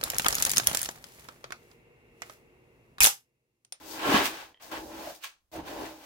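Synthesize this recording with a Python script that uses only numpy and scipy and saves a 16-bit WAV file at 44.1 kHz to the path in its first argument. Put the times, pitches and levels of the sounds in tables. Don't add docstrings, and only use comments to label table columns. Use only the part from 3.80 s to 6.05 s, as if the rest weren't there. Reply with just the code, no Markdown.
import sys
import numpy as np
from scipy import signal
from scipy.fft import rfft, irfft
from scipy.io import wavfile

SR = 44100
rng = np.random.default_rng(int(sys.argv[2]) if len(sys.argv) > 2 else 0)


def pcm_store(signal):
    levels = np.round(np.clip(np.atleast_2d(signal), -1, 1) * 32767)
    wavfile.write(sys.argv[1], SR, levels.astype(np.int16).T)


N = 99225
T = np.arange(N) / SR


def amp(db):
    return np.exp(np.asarray(db) * (np.log(10) / 20))


def unit(x):
    return x / np.sqrt(np.mean(x ** 2) + 1e-20)


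def curve_at(points, hz):
    f, value = np.transpose(points)
    return np.interp(np.log(hz + 1), np.log(f), value)


def pan(db):
    return amp(np.array([[.5], [-.5]]) * db)


def convolve(x, response):
    return signal.fftconvolve(x, np.atleast_2d(response), axes=1)[:, :N]


def eq(x, points, size=4096):
    log_gain = np.log(amp(curve_at(points, abs(np.fft.fftfreq(size, 1 / SR)))))
    response = np.fft.ifft(np.exp(np.conj(signal.hilbert(log_gain)))).real
    return convolve(x, response[:size // 2])


def ring(modes):
    t = T[:SR // 8]
    return sum((-1) ** k * amp(db - 60 * t / t60) * np.sin(2 * np.pi * hz * t)
               for k, (hz, db, t60) in enumerate(modes))


SLIPS_PER_S, GRINDS_PER_S, FALLS_PER_S, FIZZ_PER_S = 1500, 5000, 6600, 8000
def grains(rate, spread_db):
    chance, strength = rng.random((2, 2, N))
    hit = chance < rate / SR
    signed = 2 * strength[hit] - 1
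    level_db = -spread_db * np.log(np.maximum(abs(signed), .007))
    out = np.zeros((2, N))
    out[hit] = np.sign(signed) * amp(level_db)
    return out


def impulses(cues):
    out = np.zeros((2, N))
    for s, db, pan_db in cues:
        out[:, round(s * SR)] += amp(db) * pan(pan_db)[:, 0]
    return out


def swells(cues):
    return sum(amp(db) * np.exp(-.5 * ((T - s) / width) ** 2) for s, width, db in cues)


# f/Hz, level/dB
ROOM_TONE_EQ = [(20, -6.5), (60, -1.5), (130, -14), (500, -20.5), (2000, -30), (16000, -31.5)]
def room_tone(level_db=-82):
    return amp(level_db) * unit(eq(rng.standard_normal((2, N)), ROOM_TONE_EQ))


# t/s, pressure/dB, grind/dB, fizz/dB
SWEEP = [(0, -56, -61, -63.5), (.12, -48, -54, -47.5), (.2, -45, -43, -54), (.28, -32, -33, -43.5),
         (.338, -30.5, -29.5, -38), (.35, -28.5, -25.5, -38.5), (.368, -31.5, -25.5, -41),
         (.38, -35, -29, -38.5), (.415, -32, -31.5, -43), (.44, -48, -35.5, -41), (.5, -51.5, -46, -51),
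         (.625, -60, -48, -57.5), (.68, -69, -62.5, -68.5), (.73, -70, -71, -78)]
PUSH = [(0.799, -84, -61, -78.5), (0.826, -61.5, -57.5, -53.5), (0.911, -54, -58, -60.5),
        (.917, -45, -45, -51), (0.972, -45, -43.5, -53.5), (1.052, -44, -67, -56.5),
        (1.13, -47.5, -53.5, -57), (1.2, -43.5, -51.5, -52.5), (1.3, -52.5, -50.5, -50.5),
        (1.335, -65, -59, -57), (1.36, -82, -65, -55), (1.41, -79.5, -74, -74)]
DRAG = [(1.716, -69, -69.5, -65), (1.734, -54, -54.5, -55), (1.762, -43.5, -51.5, -54),
        (1.799, -39.5, -53, -62), (1.829, -50, -63, -70), (1.879, -44.5, -46.5, -52.5),
        (1.95, -43, -52, -54.5), (2.027, -36.5, -48, -53.5), (2.059, -46.5, -47.5, -52.5),
        (2.15, -54.5, -62.5, -61), (2.21, -60, -61, -62), (2.25, -63.5, -54, -58)]
def strokes():
    gestures = [np.transpose(rows) for rows in (SWEEP, PUSH, DRAG)]
    return [np.max([np.interp(T, g[0], g[lane], left=-120, right=-120) for g in gestures], axis=0)
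            for lane in (1, 2, 3)]


# f/Hz, level/dB, t60/s
TRAY_MODES = [(268, -6, 0.027), (322.3, -1.5, 0.3), (352, -4, 0.032), (409.2, -12.5, 0.12),
              (506, -7.5, 0.056), (600, -4, 0.078)]
# f/Hz, level/dB
THUD_EQ = [(20, -33.5), (60, -22), (130, -12), (200, -8.5), (280, 2), (450, -2), (900, -30), (3000, -64)]
def tray_drone(press_db, hard_from_db=-38.5):
    drone = unit(convolve(grains(SLIPS_PER_S, spread_db=1.5), ring(TRAY_MODES)))
    thud = unit(eq(grains(SLIPS_PER_S, spread_db=1.5), THUD_EQ))
    boom_db = np.maximum(press_db - hard_from_db, 0)
    return amp(press_db) * (amp(-3.5) * drone + amp(-7 + boom_db) * thud)


# f/Hz, level/dB
RUMBLE_EQ = [(15, -21.5), (45, -3), (75, -2), (120, -4), (250, -9.5), (1000, -50.5)]
# t/s, width/s, level/dB
DIGS = [(.97, 0.021, -60), (1.805, 0.036, -54.5)]
def tray_rumble(press_db):
    rumble = unit(eq(grains(SLIPS_PER_S, spread_db=2.2), RUMBLE_EQ))
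    return rumble * (amp(-37.5 + .54 * press_db) + swells(DIGS))


# f/Hz, level/dB, t60/s
SCOOP_MODES = [(483, -2.5, 0.039), (683, -1.5, .035), (776, -2, 0.069), (839, -1.5, 0.072),
               (913.6, -3, 0.057), (1018, -4, 0.056), (1128, -9.5, 0.033), (1340, -8.5, 0.019),
               (1615, -13.5, 0.056)]
def scoop_ring(press_db, grind_db):
    rub = unit(convolve(grains(GRINDS_PER_S, spread_db=2.0), ring(SCOOP_MODES)))
    return rub * amp(-.5 + (press_db + grind_db) / 2)


# f/Hz, level/dB
GRIND_EQ = [(100, -31), (400, -5.5), (800, -2), (1100, 0), (1600, 1.5), (2000, -2), (2700, -2), (4000, -7),
            (6000, -15.5), (9000, -22), (16000, -34)]
# t/s, pan/dB
GRIND_PAN = [(0, 2.9), (.37, 0.048), (.6, 2.1), (.95, 2.2), (1.5, -0.28), (2.25, 1.6)]
def grind(grind_db):
    crunch = unit(eq(grains(GRINDS_PER_S, spread_db=2.5), GRIND_EQ))
    return crunch * amp(grind_db) * pan(np.interp(T, *np.transpose(GRIND_PAN)))


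# f/Hz, level/dB
FIZZ_EQ = [(500, -40.5), (2500, -2.5), (4500, 6.5), (6500, 4.5), (8500, 0), (11000, 0), (13500, 2),
           (15500, 4)]
# t/s, pan/dB
FIZZ_PAN = [(0, 7.5), (.15, 12.5), (.26, 5.5), (.5, 4), (.94, 7), (1.05, 0.5), (2.25, 2.5)]
def fizz(fizz_db):
    crackle = unit(eq(grains(FIZZ_PER_S, spread_db=2.6), FIZZ_EQ))
    return crackle * amp(1 + fizz_db) * pan(np.interp(T, *np.transpose(FIZZ_PAN)))


# t/s, level/dB, pan/dB
SNAPS = [(.0945, -31, 8), (.111, -32, 8), (.1355, -29, 8), (.692, -46, 2), (.8125, -47, 3), (.823, -35, 6),
         (.9165, -35, 4), (1.35, -32, 6), (1.361, -37, 3), (1.418, -41, 0), (1.4295, -34, 0),
         (1.438, -28, 0), (1.4437, -22, 0), (1.759, -37, 0)]
# f/Hz, level/dB
SNAP_EQ = [(200, -20.5), (1200, -3), (4000, 1.5), (15000, 0)]
def snaps(tail_s=.001, tail_db=-15):
    crack = amp(tail_db) * rng.standard_normal((2, SR // 50)) * np.exp(-T[:SR // 50] / tail_s)
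    crack[:, 0] = 1
    return eq(convolve(impulses(SNAPS), crack), SNAP_EQ)


# t/s, width/s, level/dB
SCRAPES = [(.29, .05, -35), (.359, .011, -25), (.455, .015, -40.5), (.932, 0.014, -44.5),
           (1.444, 0.0032, -44)]
# f/Hz, level/dB, t60/s
SCRAPE_MODES = [(1040, 0.5, .06), (1135, 0, .045), (1350, 0, .05), (1627, -2, .06), (1690, -1, .05),
                (1878, -15, .06), (2499, -5, .05), (2957, -10.5, .05), (3081, -5.5, .06)]
def scrapes():
    rasp = unit(convolve(grains(GRINDS_PER_S, spread_db=1.8), ring(SCRAPE_MODES)))
    return rasp * swells(SCRAPES) * pan(db=-2)


# t/s, level/dB, pan/dB
KNOCKS = [(.289, -20.5, 2), (.3425, -7.5, 1)]
# f/Hz, level/dB, t60/s
KNOCK_MODES = [(115.4, -15, 0.024), (258, -1.5, .035), (341, -5.5, .04)]
def knocks():
    return convolve(impulses(KNOCKS), ring(KNOCK_MODES)) * pan(db=1)


# t/s, level/dB, rise/s, decay/s, tilt/(dB per octave), pan/dB
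SPILLS = [(0.458, -27, .012, .016, 2, -1.5), (1.444, -38.5, 0.011, 0.022, 0.35, -1.5)]
# f/Hz, level/dB
SPILL_EQ = [(100, -32.5), (500, -10.5), (750, -6), (1000, -1), (1800, -1), (2600, 1.5), (3200, -1.5),
            (5000, -6), (8000, -11.5), (12000, -15), (16000, -12)]
def spills():
    out = np.zeros((2, N))
    for s, db, rise, decay, tilt_db, pan_db in SPILLS:
        tilted_eq = [(hz, level + tilt_db * np.log2(hz)) for hz, level in SPILL_EQ]
        shower = unit(eq(grains(FALLS_PER_S, spread_db=3.0), tilted_eq))
        envelope = np.exp(-np.maximum((s - T) / rise, (T - s) / decay))
        out += amp(db) * envelope * shower * pan(pan_db)
    return out


# t/s, level/dB, pan/dB
TICKS = [(.7445, -49, 0), (.7738, -55, 0)]
# f/Hz, level/dB, t60/s
TICK_MODES = [(400, -12, .015), (880, -9, .012), (1900, -4, .014), (3171, 0, .024), (5500, -20, .006)]
def ticks():
    return convolve(impulses(TICKS), ring(TICK_MODES))


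# t/s, width/s, level/dB
JUDDERS = [(.835, 0.016, -56.5), (1.28, 0.033, -44.5), (1.755, 0.018, -45), (2.02, 0.055, -51)]
# f/Hz, level/dB, t60/s
JUDDER_MODES = [(640, 3, 0.036), (721, -2, 0.032)]
def judders(press_db):
    chatter = unit(convolve(grains(SLIPS_PER_S, spread_db=1.2), ring(JUDDER_MODES)))
    touching = press_db > -100
    return chatter * swells(JUDDERS) * touching


# f/Hz, t60/s
REVERB_T60 = [(100, .3), (500, 0.33), (2000, 0.22), (6000, .26), (16000, 0.15)]
def reverb(x, size=256):
    taps = rng.standard_normal((2, SR // 2)) * (T[:SR // 2] > .001)
    hz, t, bands = signal.stft(taps, SR, nperseg=size)
    decay = amp(-60 * t / curve_at(REVERB_T60, hz)[:, None])
    tail = signal.istft(bands * decay, SR, nperseg=size)[1]
    return convolve(x[::-1], tail / np.linalg.norm(tail[0]))


# f/Hz, side gain/dB
WIDTH = [(60, -7.5), (200, -13.5), (380, -9.5), (700, -5), (1300, -1), (2400, -0.5), (8000, 0)]
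def narrow(x):
    side_gain = amp(curve_at(WIDTH, np.fft.rfftfreq(N, 1 / SR)))
    mid = rfft(x[0] + x[1])
    side = rfft(x[0] - x[1]) * side_gain
    return irfft(np.array([mid + side, mid - side]), N) / np.sqrt(2)


def scene(reverb_db=-8):
    press_db, grind_db, fizz_db = strokes()
    plastic = tray_drone(press_db) + tray_rumble(press_db)
    plastic += scoop_ring(press_db, grind_db) + judders(press_db)
    textures = plastic + grind(grind_db) + fizz(fizz_db) + scrapes() + spills()
    hits = snaps() + knocks() + ticks()
    ambience = room_tone() + amp(reverb_db) * reverb(textures + hits)
    return hits + narrow(textures + ambience)


def record(dry):
    low_pass = signal.firwin(511, 16000, window=("kaiser", 9), fs=SR)
    return signal.oaconvolve(dry, low_pass[None], "same")


dry = scene()
out = record(dry)
pcm_store(out)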